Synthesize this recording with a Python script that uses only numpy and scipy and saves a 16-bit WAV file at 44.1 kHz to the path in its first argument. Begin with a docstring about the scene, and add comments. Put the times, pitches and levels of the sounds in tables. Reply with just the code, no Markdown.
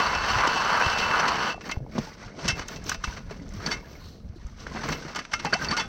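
"""Hand auger through lake ice

Close by, still day. For 1.5 s the blades chip thin ice and ring the steel spiral. The auger then
breaks through, churns water and slush, crunches against the rim and is lifted, splashing.
Ice: random fracture impulses through resonant filters. Thumps, bubbles, edge catches: enveloped sines."""
import sys
import numpy as np
from scipy import signal
from scipy.fft import rfft, irfft
from scipy.io import wavfile
from scipy.ndimage import uniform_filter1d

SR = 44100
rng = np.random.default_rng(int(sys.argv[2]) if len(sys.argv) > 2 else 0)


def waveform_to_disk(signal):
    """Save audio, clipped to [-1, 1], as 16-bit WAV at the path in sys.argv[1]."""
    frames = np.transpose(np.atleast_2d(signal))
    scaled = np.clip(frames, -1, 1) * 32767
    samples = np.round(scaled).astype(np.int16)
    wavfile.write(sys.argv[1], SR, samples)


N = 259296
TIME_S = np.arange(N) / SR

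# Event and envelope levels are before layer gain.
# blades cutting: t/s, chip level/dB, shaving level/dB
CUT_LEVELS = [(0.0, -17, -30), (0.008, -23.5, -34.5), (0.206, -28, -39.5), (0.304, -25.5, -32.5),
              (0.436, -22.5, -38), (0.55, -26, -34), (0.752, -23, -36.5), (0.906, -25, -32.5),
              (0.972, -26, -37.5), (0.99, -25.5, -30.5), (1.062, -25.5, -37), (1.206, -23, -36.5),
              (1.248, -22.5, -40.5), (1.282, -25.5, -34), (1.32, -26, -38), (1.494, -28, -36.5),
              (1.52, -31.5, -39.5)]
# ice giving way: t/s, rise/s, body level/dB, crunch level/dB, splinter level/dB
CRUNCHES = [(0.07, .001, -47, -15.5, -40), (.149, 0.0019, -39, -46, -33), (0.24, 0.0011, -55, -21, -50),
            (0.383, 0.0022, -28, -20.5, -33), (0.403, 0.0025, -48, -19, -31),
            (0.419, 0.0028, -49, -27, -46), (0.435, 0.0012, -45, -14.5, -43),
            (0.472, 0.0036, -27.5, -27, -28.5), (0.756, 0.0018, -46, -21, -42),
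            (0.812, 0.0013, -33, -17, -39), (1.112, 0.0007, -59, -8, -30), (.983, 0.0032, -47, -36, -31),
            (1.196, 0.003, -37, -43, -30), (1.278, 0.0053, -32.5, -21, -29),
            (1.608, 0.0045, -50, -35, -45.5), (1.654, 0.0053, -49, -35.5, -44),
            (1.692, 0.0042, -42, -27, -47), (1.711, 0.0042, -60, -27.5, -31.5),
            (1.949, 0.0093, -30.5, -37.5, -55), (1.98, 0.0045, -23.5, -38, -37),
            (2.387, 0.0062, -45, -35.5, -46), (2.44, 0.014, -33, -32, -38.5),
            (2.478, .004, -42, -23.5, -22.5), (2.489, 0.01, -37, -27, -30.5),
            (2.593, 0.0021, -41, -27.5, -34.5), (2.608, 0.0095, -58, -34, -46),
            (2.681, 0.0036, -49, -37, -41), (2.759, .003, -37, -51, -37.5),
            (2.891, 0.0044, -63, -26, -28.5), (2.914, 0.0058, -52.5, -29, -35),
            (2.941, 0.0047, -73, -32.5, -36.5), (3.037, 0.0053, -51, -27.5, -30.5),
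            (3.076, 0.0044, -77, -34, -45), (3.166, 0.0072, -42, -34.5, -46),
            (3.307, .0036, -36.5, -35, -45), (3.659, 0.0052, -36.5, -28.5, -31),
            (3.708, 0.01, -60, -25.5, -31.5), (4.665, 0.0041, -38.5, -33.5, -45.5),
            (4.747, 0.0033, -32, -34, -56), (4.756, 0.0076, -33.5, -30, -50),
            (4.83, 0.0094, -33.5, -30.5, -42), (4.884, 0.0079, -31, -27, -42),
            (4.918, 0.0074, -40, -26.5, -33), (5.049, .004, -33, -34.5, -64),
            (5.078, 0.0093, -46, -38, -45.5), (5.148, 0.0026, -45, -31, -39),
            (5.157, 0.0055, -58, -25, -33), (5.188, 0.0036, -60, -32, -34.5),
            (5.25, 0.0017, -52, -32.5, -41), (5.315, 0.0044, -62, -37, -42),
            (5.334, 0.0038, -45, -19.5, -28), (5.391, 0.0053, -44.5, -29.5, -37.5),
            (5.447, 0.0068, -29.6, -25, -36.5), (5.461, 0.0061, -39, -28, -53),
            (5.525, 0.0041, -25.5, -20.5, -33), (5.534, 0.0047, -31, -18, -27),
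            (5.644, 0.0039, -58, -32, -32), (5.703, 0.012, -31, -23.5, -33.5),
            (5.764, 0.0081, -39, -23, -27.5), (5.789, .01, -59, -25, -32)]
# edge catching: t/s, level/dB, favoured f/Hz, t60 multiplier
CATCHES = [(.49, -31, 3050, 2), (.828, -26, 2665, 2.6), (1.018, -26, 2665, 1.1), (1.499, -26, 2665, .7),
           (1.718, -23, 2150, .55), (1.72, -25, 2870, .4), (2.483, -20, 2670, .8), (2.484, -17.5, 5480, 1),
           (2.489, -19, 1795, 1.5), (2.894, -24, 1580, .6), (2.917, -17.5, 1400, .7),
           (3.039, -20, 1350, .8), (3.662, -24, 4530, .7), (3.716, -26.5, 2125, 1.1),
           (3.715, -35, 1470, 1.5), (3.713, -28.5, 4530, 1.6), (4.667, -22.5, 1500, .5),
           (4.924, -33, 2125, .8), (5.334, -14.5, 1800, .8), (5.53, -15.5, 1560, .8),
           (5.533, -25, 4530, 1.2), (5.612, -29, 1550, 3), (5.685, -23.5, 4530, 1), (5.711, -18.5, 4530, 1),
           (5.775, -26.5, 2125, 1.2), (5.783, -31, 4530, 2.4), (5.79, -24.5, 3300, 1)]
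# splinters snapping: t/s, level/dB
SNAPS = [(0.472, -32), (1.6898, -43), (2.484, -21.5), (2.5926, -43), (2.6824, -32), (2.84, -39),
         (2.894, -21.5), (3.039, -47), (3.49, -48), (3.5363, -43), (4.4667, -51), (4.888, -33),
         (5.159, -33), (5.3335, -34), (5.447, -33.5)]
# loose ice swept along the wall: t/s, length/s, grit level/dB, hiss level/dB, sizzle level/dB
SCRAPES = [(1.604, 0.2, -40.5, -47, -59), (1.89, 0.31, -40.5, -47, -62), (2.164, .16, -40.5, -50, -78),
           (2.352, 0.21, -39.5, -44.5, -74), (2.545, 0.088, -36.5, -42.5, -58),
           (2.661, 0.15, -39.5, -42.5, -56), (2.833, .14, -38.5, -39, -50), (3, 0.23, -41.5, -44.5, -63),
           (3.27, 0.12, -44.5, -52, -70), (3.505, 0.14, -46.5, -50.5, -63),
           (3.588, 0.22, -33.5, -41.5, -61), (3.754, 0.46, -52.5, -57, -62), (3.985, 0.23, -69, -61, -76),
           (4.357, 0.2, -53, -60, -90), (4.563, 0.12, -46, -46.5, -70), (4.646, 0.27, -41, -49, -70),
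           (4.828, 0.2, -36, -48, -52), (5.02, 0.18, -42.5, -64, -68), (5.144, 0.1, -37, -46, -72),
           (5.308, 0.085, -36.5, -38, -79), (5.375, 0.2, -39, -47.5, -69), (5.594, 0.097, -30.5, -42, -54),
           (5.673, 0.066, -32, -43, -79), (5.76, .1, -37, -54, -74)]
# slush brushing the spiral: t/s, level/dB
SLUSH_LEVELS = [(1.56, -50), (1.78, -64), (2.38, -51), (2.55, -47.5), (3.34, -54.5), (3.71, -50),
                (4.22, -64), (4.64, -54.5), (4.83, -38.5), (5.41, -52.5), (5.6, -37), (5.88, -46)]
# water slopping: t/s, level/dB
SLOP_LEVELS = [(0.0, -62), (1.36, -35), (1.49, -40.5), (1.72, -44), (1.87, -42.5), (2.26, -50.5),
               (2.36, -39), (3.1, -49), (3.55, -44), (3.72, -42), (4.53, -57), (4.91, -32), (5.17, -52.5),
               (5.37, -49), (5.6, -39), (5.88, -42)]
# ice sheet heaving: t/s, level/dB
HEAVE_LEVELS = [(0.0, -52.5), (0.36, -42), (0.64, -52.5), (1.01, -47.5), (1.72, -56.5), (1.88, -47.5),
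                (2.34, -57), (2.59, -49), (3.0, -52), (3.27, -49), (3.62, -46), (3.9, -54), (4.22, -50.5),
                (4.91, -51.5), (5.26, -61), (5.88, -46)]
# water thumps: t/s, f/Hz, level/dB, rise/s
THUMPS = [(0.161, 70, -32, 0.0074), (0.355, 110, -26, 0.0087), (0.863, 84.5, -21.5, 0.0046),
          (1.771, 78.5, -18.5, 0.0032), (1.804, 128, -31, 0.013), (2.258, 113, -35, 0.0058),
          (2.454, 60, -30, 0.008), (2.49, 125, -25, 0.0046), (2.527, 73, -24.5, 0.005),
          (2.86, 320, -30, 0.0023), (2.975, 41.2, -32, 0.011), (3.075, 48.7, -25, 0.0079),
          (3.39, 168, -33.5, 0.0086), (3.405, 276, -37, 0.016), (3.54, 190.5, -31, 0.0074),
          (3.567, 97, -31.5, 0.013), (3.677, 192, -27.5, 0.0038), (4.244, 64, -30.5, 0.01),
          (4.295, 79, -27.5, 0.005), (4.448, 48.6, -26, 0.0065)]
# bubbles: t/s, start f/Hz, level/dB, climb/(octaves per s), rise/s
BUBBLES = [(1.544, 720, -29, 3.4, 0.0016), (1.579, 706, -29.5, 3, 0.00095), (1.696, 1100, -24.5, 2, 0.0014),
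           (1.766, 810, -33.5, 2, 0.0013), (1.864, 810, -35.5, 2.4, 0.001), (1.98, 1010, -21, 2, 0.00092),
           (1.979, 217, -22, 2, 0.0072), (3.311, 408, -37, 2, 0.0055), (4.36, 330, -38.5, 2, 0.0031),
           (4.749, 1010, -36, 2, 0.0013), (4.759, 735, -29, 2, 0.0044), (5.346, 1350, -33, 1.4, 0.0098),
           (5.448, 900, -18.5, 2, 0.0015), (5.462, 814, -27, 1.1, 0.0073),
           (5.548, 629, -25.5, 21.4, 0.0064), (5.722, 1148, -25.5, 3.1, 0.0084),
           (5.732, 1394, -30, 2.2, 0.011), (5.782, 890, -26, 2.2, 0.0047)]
# wet steel on ice: t/s, rise/s, f/Hz, level/dB
SWISHES = [(2.0, 0.046, 4950, -55.5), (3.99, 0.056, 4200, -55.5), (4.355, 0.0087, 4200, -58)]

# modes of the auger with its ice collar, and of the spiral: f/Hz, width/Hz, lift/dB
AUGER_MODES = [(452, 17.3, 5), (1026, 200, 3.5), (1214, 29, 4.5), (1453, 17.5, 7), (2160, 10, 8),
               (4590, 58, 3.5), (5480, 68, 8.5), (5910, 51, 10.5), (7300, 25, 7)]
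STEEL_MODES = [(2031, 20, 6), (2483, 10, 6), (2668, 12, 15), (2975, 35, 9), (3091, 16, 8), (3416, 12, 6),
               (4980, 18, 6), (5473, 30, 3), (5726, 20, 5)]
# modes rung by a catch: f/Hz, level/dB, base t60/s
CATCH_MODES = [(1240, 3.5, .043), (1500, -6, 0.079), (1580, 6, 0.032), (1890, 3.5, 0.023), (2125, 1, 0.12),
               (2665, -0.5, 0.21), (3050, -5, 0.11), (3430, -7, 0.2), (4530, 6, 0.041), (5480, -0.5, 0.077)]

# spectral shapes: f/Hz, level/dB
CHIP_SPECTRUM = [(200, -17.5), (500, -6), (750, 0), (950, 1), (1300, -1), (1600, 1), (1850, -4),
                 (2400, -10), (3200, -26), (4200, -41), (8000, -88)]
SHAVING_SPECTRUM = [(1500, -30.5), (2800, 7), (3500, -1.5), (4300, 3), (5150, -1), (5600, -3), (6300, -4.5),
                    (7000, -16.5), (8300, -16.5), (10000, -48), (11200, -63), (15800, -56)]
GRIT_SPECTRUM = [(200, -10), (500, -9), (800, 0.5), (1150, 3), (1550, 4), (2100, 1.5), (2500, -2.5),
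                 (3000, -10.5), (3500, -19.5), (4500, -4.5), (8000, -107)]
HISS_SPECTRUM = [(1500, -38), (2800, 4), (3500, 2), (4400, 3.5), (5150, 3.5), (5600, 2.5), (6300, 2),
                 (7000, -11), (8300, -12), (10000, -29), (11200, -106), (12500, -16.5), (15800, -83)]
SNAP_SPECTRUM = [(1000, -62), (3000, -38), (5000, 9), (6300, 17), (8300, 6), (10000, -6.5), (12500, -5),
                 (15800, -11)]
BODY_SPECTRUM = [(70, -31.5), (140, 6), (200, 4.5), (300, 0), (450, -2), (650, -4.5), (900, -17.5),
                 (2000, -66.5)]
RUMBLE_SPECTRUM = [(10, -27), (28, 1.5), (70, 0), (150, -7.5), (220, -6), (500, -57)]
SPRAY_SPECTRUM = [(200, -1), (800, -10), (2000, -22), (4500, -1), (6300, 0.5), (8000, -13), (10500, -15),
                  (12500, 2), (15800, -7.5)]
LAKE_SPECTRUM = [(20, 27), (200, -10), (600, -29), (2000, -21), (5500, -29), (7500, -38), (11000, -95),
                 (16000, -69)]


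def cutting(flaking_db=-24.5, flaking_exponent=1.25):
    """Blades stick and slip, freeing chips and shavings; a hard bite lifts whole flakes."""
    chip, shave = envelopes(CUT_LEVELS)
    bite = chip * (chip / from_db(flaking_db)) ** flaking_exponent
    slip = unit_rms(flutter(rate_hz=300, spread_db=1.55))
    modes = AUGER_MODES + STEEL_MODES
    chips = resonate(chip * slip * fractures(per_s=3200, spread_db=1.5), CHIP_SPECTRUM, modes)
    clumps = unit_rms(flutter(rate_hz=69.86, spread_db=2))
    flakes = pings(bite * clumps * fractures(per_s=700, spread_db=0), low_hz=926, high_hz=1560, q=73)
    shavings = resonate(shave * slip * fractures(per_s=16000, spread_db=2.5), SHAVING_SPECTRUM, modes)
    squeaks = pings(shave * fractures(per_s=130, spread_db=5), low_hz=4385, high_hz=4500, q=130)
    return (from_db(-1.5) * chips + from_db(-5.5) * flakes
            + from_db(1.5) * shavings + from_db(-8) * squeaks)


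def crunches():
    """Avalanches of breaks shake the sheet and ring the auger."""
    power = np.zeros((3, N))
    for start_s, rise_s, *levels_db in CRUNCHES:
        span = slice(int(start_s * SR), int((start_s + 12 * rise_s) * SR))
        age = np.maximum(TIME_S[span] - start_s, 0) / rise_s
        power[:, span] += (from_db(levels_db)[:, None] * age * np.exp(1 - age)) ** 2
    body, crunch, splinter = np.sqrt(power)
    modes = AUGER_MODES + STEEL_MODES
    low = resonate(body * fractures(per_s=6000, spread_db=0.5), BODY_SPECTRUM)
    mid = resonate(crunch * fractures(per_s=6500, spread_db=3), GRIT_SPECTRUM, modes)
    high = resonate(splinter * fractures(per_s=9000, spread_db=5), HISS_SPECTRUM, modes)
    return low + from_db(-4) * mid + high


def catches(attack_s=0.0017, width_octaves=0.16):
    """Where an edge catches selects the modes; the grip of the ice sets their decay."""
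    out, age_s = np.zeros(N + SR), TIME_S[:SR // 2]
    onset = 1 - np.exp(-age_s / attack_s)
    for start_s, level_db, favoured_hz, t60_scale in CATCHES:
        start = int(start_s * SR)
        for hz, mode_db, t60_s in CATCH_MODES:
            share = np.exp(-(np.log2(hz / favoured_hz) / width_octaves) ** 2 / 2)
            if share > 0.05:
                envelope = onset * from_db(level_db + mode_db - 60 * age_s / (t60_s * t60_scale))
                out[start:start + len(age_s)] += share * envelope * np.sin(2 * np.pi * hz * age_s)
    return out[:N] * flutter(rate_hz=140, spread_db=2.3)  # ice rubbing on the steel


def snaps(rise_s=0.0012):
    """Brittle splinters break off in short noise bursts."""
    force = sum(from_db(level_db) * swell(start_s, rise_s) for start_s, level_db in SNAPS)
    return from_db(-0.5) * resonate(force * rng.standard_normal(N), SNAP_SPECTRUM, AUGER_MODES)


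def scrape_envelopes(attack_share=0.34, release_share=0.53):
    """Grit, hiss and sizzle gains; one trapezoid per sweep of the spiral."""
    out = np.zeros((3, N))
    for start_s, length_s, *levels_db in SCRAPES:
        span = slice(int(start_s * SR), int((start_s + length_s) * SR))
        progress = (TIME_S[span] - start_s) / length_s
        ramps = np.minimum(progress / attack_share, (1 - progress) / release_share)
        out[:, span] += from_db(levels_db)[:, None] * np.clip(ramps, 0, 1)
    return out


def scraping():
    """Chips and slush grind on the wall in clumps and plink in the water, too softly to ring the steel."""
    grit, hiss, _ = scrape_envelopes()
    slush, = envelopes(SLUSH_LEVELS)
    grit = np.hypot(grit, from_db(0.5) * slush)
    hiss = np.hypot(hiss, from_db(-4) * slush)
    grit_clumps = grit * unit_rms(flutter(rate_hz=160, spread_db=2))
    coarse = resonate(grit_clumps * fractures(per_s=2200, spread_db=2), GRIT_SPECTRUM, AUGER_MODES)
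    hiss_clumps = hiss * unit_rms(flutter(rate_hz=120, spread_db=2))
    fine = resonate(hiss_clumps * fractures(per_s=8500, spread_db=3.5), HISS_SPECTRUM, AUGER_MODES)
    plinks = pings(grit * fractures(per_s=170, spread_db=5.5), low_hz=663, high_hz=2207, q=37)
    return from_db(-5) * coarse + from_db(-3) * fine + from_db(-8) * plinks


def churning():
    """Water slops harder with each cut and scrape; the sheet rumbles as it heaves and is scraped."""
    unrest, = envelopes(SLOP_LEVELS)
    heave, = envelopes(HEAVE_LEVELS)
    chip, grit = envelopes(CUT_LEVELS)[0], scrape_envelopes()[0]
    stir = np.hypot(from_db(1) * unrest, from_db(-13) * chip + from_db(-1) * grit)
    shake = np.hypot(from_db(5) * heave, from_db(-9) * grit) * flutter(rate_hz=16, spread_db=2)
    slop = resonate(stir * fractures(per_s=900, spread_db=3.5), BODY_SPECTRUM, AUGER_MODES)
    rumble = resonate(shake * rng.standard_normal(N), RUMBLE_SPECTRUM)
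    return from_db(-4.5) * slop + rumble


def thumps():
    """The plug of water in the hole heaves for a few cycles."""
    return sum(-from_db(level_db) * swell(start_s, rise_s) * np.sin(2 * np.pi * hz * (TIME_S - start_s))
               for start_s, hz, level_db, rise_s in THUMPS)


def bubbles():
    """Trapped bubbles ring, climbing in pitch as they near the surface."""
    out = np.zeros(N)
    for start_s, hz, level_db, octaves_per_s, rise_s in BUBBLES:
        start = int(start_s * SR)
        age_s = TIME_S[:min(N - start, SR // 12)]
        phase = 2 * np.pi * np.cumsum(hz * 2 ** (octaves_per_s * age_s)) / SR
        envelope = from_db(level_db) * age_s / rise_s * np.exp(1 - age_s / rise_s)
        out[start:start + len(age_s)] += envelope * np.sin(phase)
    return out


def swishes(width_hz=340):
    """Wet steel rubs smoothly on ice: narrow-band noise."""
    out = np.zeros(N)
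    for start_s, rise_s, hz, level_db in SWISHES:
        band = signal.lfilter(*signal.iirpeak(hz, hz / width_hz, fs=SR), rng.standard_normal(N))
        out += from_db(level_db) * swell(start_s, rise_s) * unit_rms(band)
    return out


def spray(ice, exponent=0.89):
    """Faint scatter following the compressed treble envelope of the ice."""
    treble = highpass(ice, cutoff_hz=5500, order=4)
    treble_rms = np.sqrt(np.abs(uniform_filter1d(treble ** 2, size=130)))
    return from_db(-27) * resonate(treble_rms ** exponent * rng.standard_normal(N), SPRAY_SPECTRUM)


def sizzle():
    """Wet ice sizzles in the top octave with each cut and scrape, independently per channel."""
    envelope = scrape_envelopes()[2] + from_db(-21.5) * envelopes(CUT_LEVELS)[1]
    grains = np.array([fractures(per_s=8000, spread_db=6) for _ in range(2)])
    return envelope * unit_rms(highpass(grains, cutoff_hz=11900, order=8))


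def lake(level_db=-79):
    """Steady low background noise."""
    return from_db(level_db) * resonate(rng.standard_normal(N), LAKE_SPECTRUM)


def fractures(per_s, spread_db):
    """Tiny breaks as random impulses, many small and few large; unit RMS."""
    sizes = from_db(spread_db * np.minimum(rng.exponential(1, N), 3.5))
    return unit_rms(sizes * rng.choice([-1, 1], N) * (rng.random(N) < per_s / SR))


def resonate(force, spectrum, modes=(), size=16384):
    """Force through a body: broad spectrum plus resonances, unit-energy impulse response."""
    hz = np.arange(size // 2 + 1) * SR / size + 1e-3
    knots_hz, knots_db = np.transpose(spectrum)
    magnitude = from_db(np.interp(np.log(hz), np.log(knots_hz), knots_db))
    cepstrum = irfft(np.log(magnitude))
    cepstrum[1:size // 2] *= 2  # minimum phase: no pre-ringing
    peaks = 1 + sum((from_db(lift_db) - 1) / (1 + 1j * (hz ** 2 - mode_hz ** 2) / (hz * width_hz))
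                    for mode_hz, width_hz, lift_db in modes)
    impulse = irfft(np.exp(rfft(cepstrum[:size // 2], size)) * peaks)
    return signal.fftconvolve(force, impulse / np.sqrt(np.sum(impulse ** 2)))[:N]


def pings(force, low_hz, high_hz, q, count=14):
    """Each break rings one resonator at random; power is preserved."""
    choice, out = rng.integers(0, count, N), np.zeros(N)
    for k, hz in enumerate(np.geomspace(low_hz, high_hz, count)):
        ring = signal.lfilter(*signal.iirpeak(hz, q, fs=SR), force * (choice == k) + 1e-18)
        out += ring * np.sqrt(q * SR / (np.pi * hz))
    return out


def envelopes(rows, fade_s=0.03):
    """One gain curve per level column, fading out beyond the table's span."""
    times_s, *columns_db = np.transpose(rows)
    gate = np.clip(np.minimum(TIME_S - times_s[0], times_s[-1] - TIME_S) / fade_s + 1, 0, 1)
    return [gate * from_db(np.interp(TIME_S, times_s, levels_db)) for levels_db in columns_db]


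def flutter(rate_hz, spread_db):
    """Random gain wandering about 0 dB."""
    wander = np.interp(TIME_S * rate_hz, np.arange(N), rng.standard_normal(N))
    return from_db(spread_db * unit_rms(wander))


def swell(start_s, rise_s):
    """Pulse peaking at 1 after rise_s, then decaying."""
    age = np.clip((TIME_S - start_s) / rise_s, 0, 40)
    return age * np.exp(1 - age)


def highpass(x, cutoff_hz, order):
    return signal.sosfilt(signal.butter(order, cutoff_hz, "high", fs=SR, output="sos"), x)


def from_db(db):
    return 10 ** (np.asarray(db) / 20)


def unit_rms(x):
    return x / np.sqrt(np.mean(x ** 2) + 1e-20)


def scene():
    """Hole straight ahead; only spray and sizzle spread to the sides."""
    ice = cutting() + scraping() + crunches() + snaps() + catches()
    centre = ice + lake() + churning() + thumps() + bubbles()
    side = spray(ice) * np.array([[1], [-1]])
    return centre + side + sizzle() + swishes()


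def record(dry):
    """Microphone: narrow top-octave dip, steep treble cut."""
    notch_hz, cutoff_hz = 11150, 15800
    notched = signal.lfilter(*signal.iirnotch(notch_hz, Q=9, fs=SR), dry)
    return signal.sosfilt(signal.ellip(10, 0.1, 80, cutoff_hz, fs=SR, output="sos"), notched)


dry = scene()
out = record(dry)
waveform_to_disk(out)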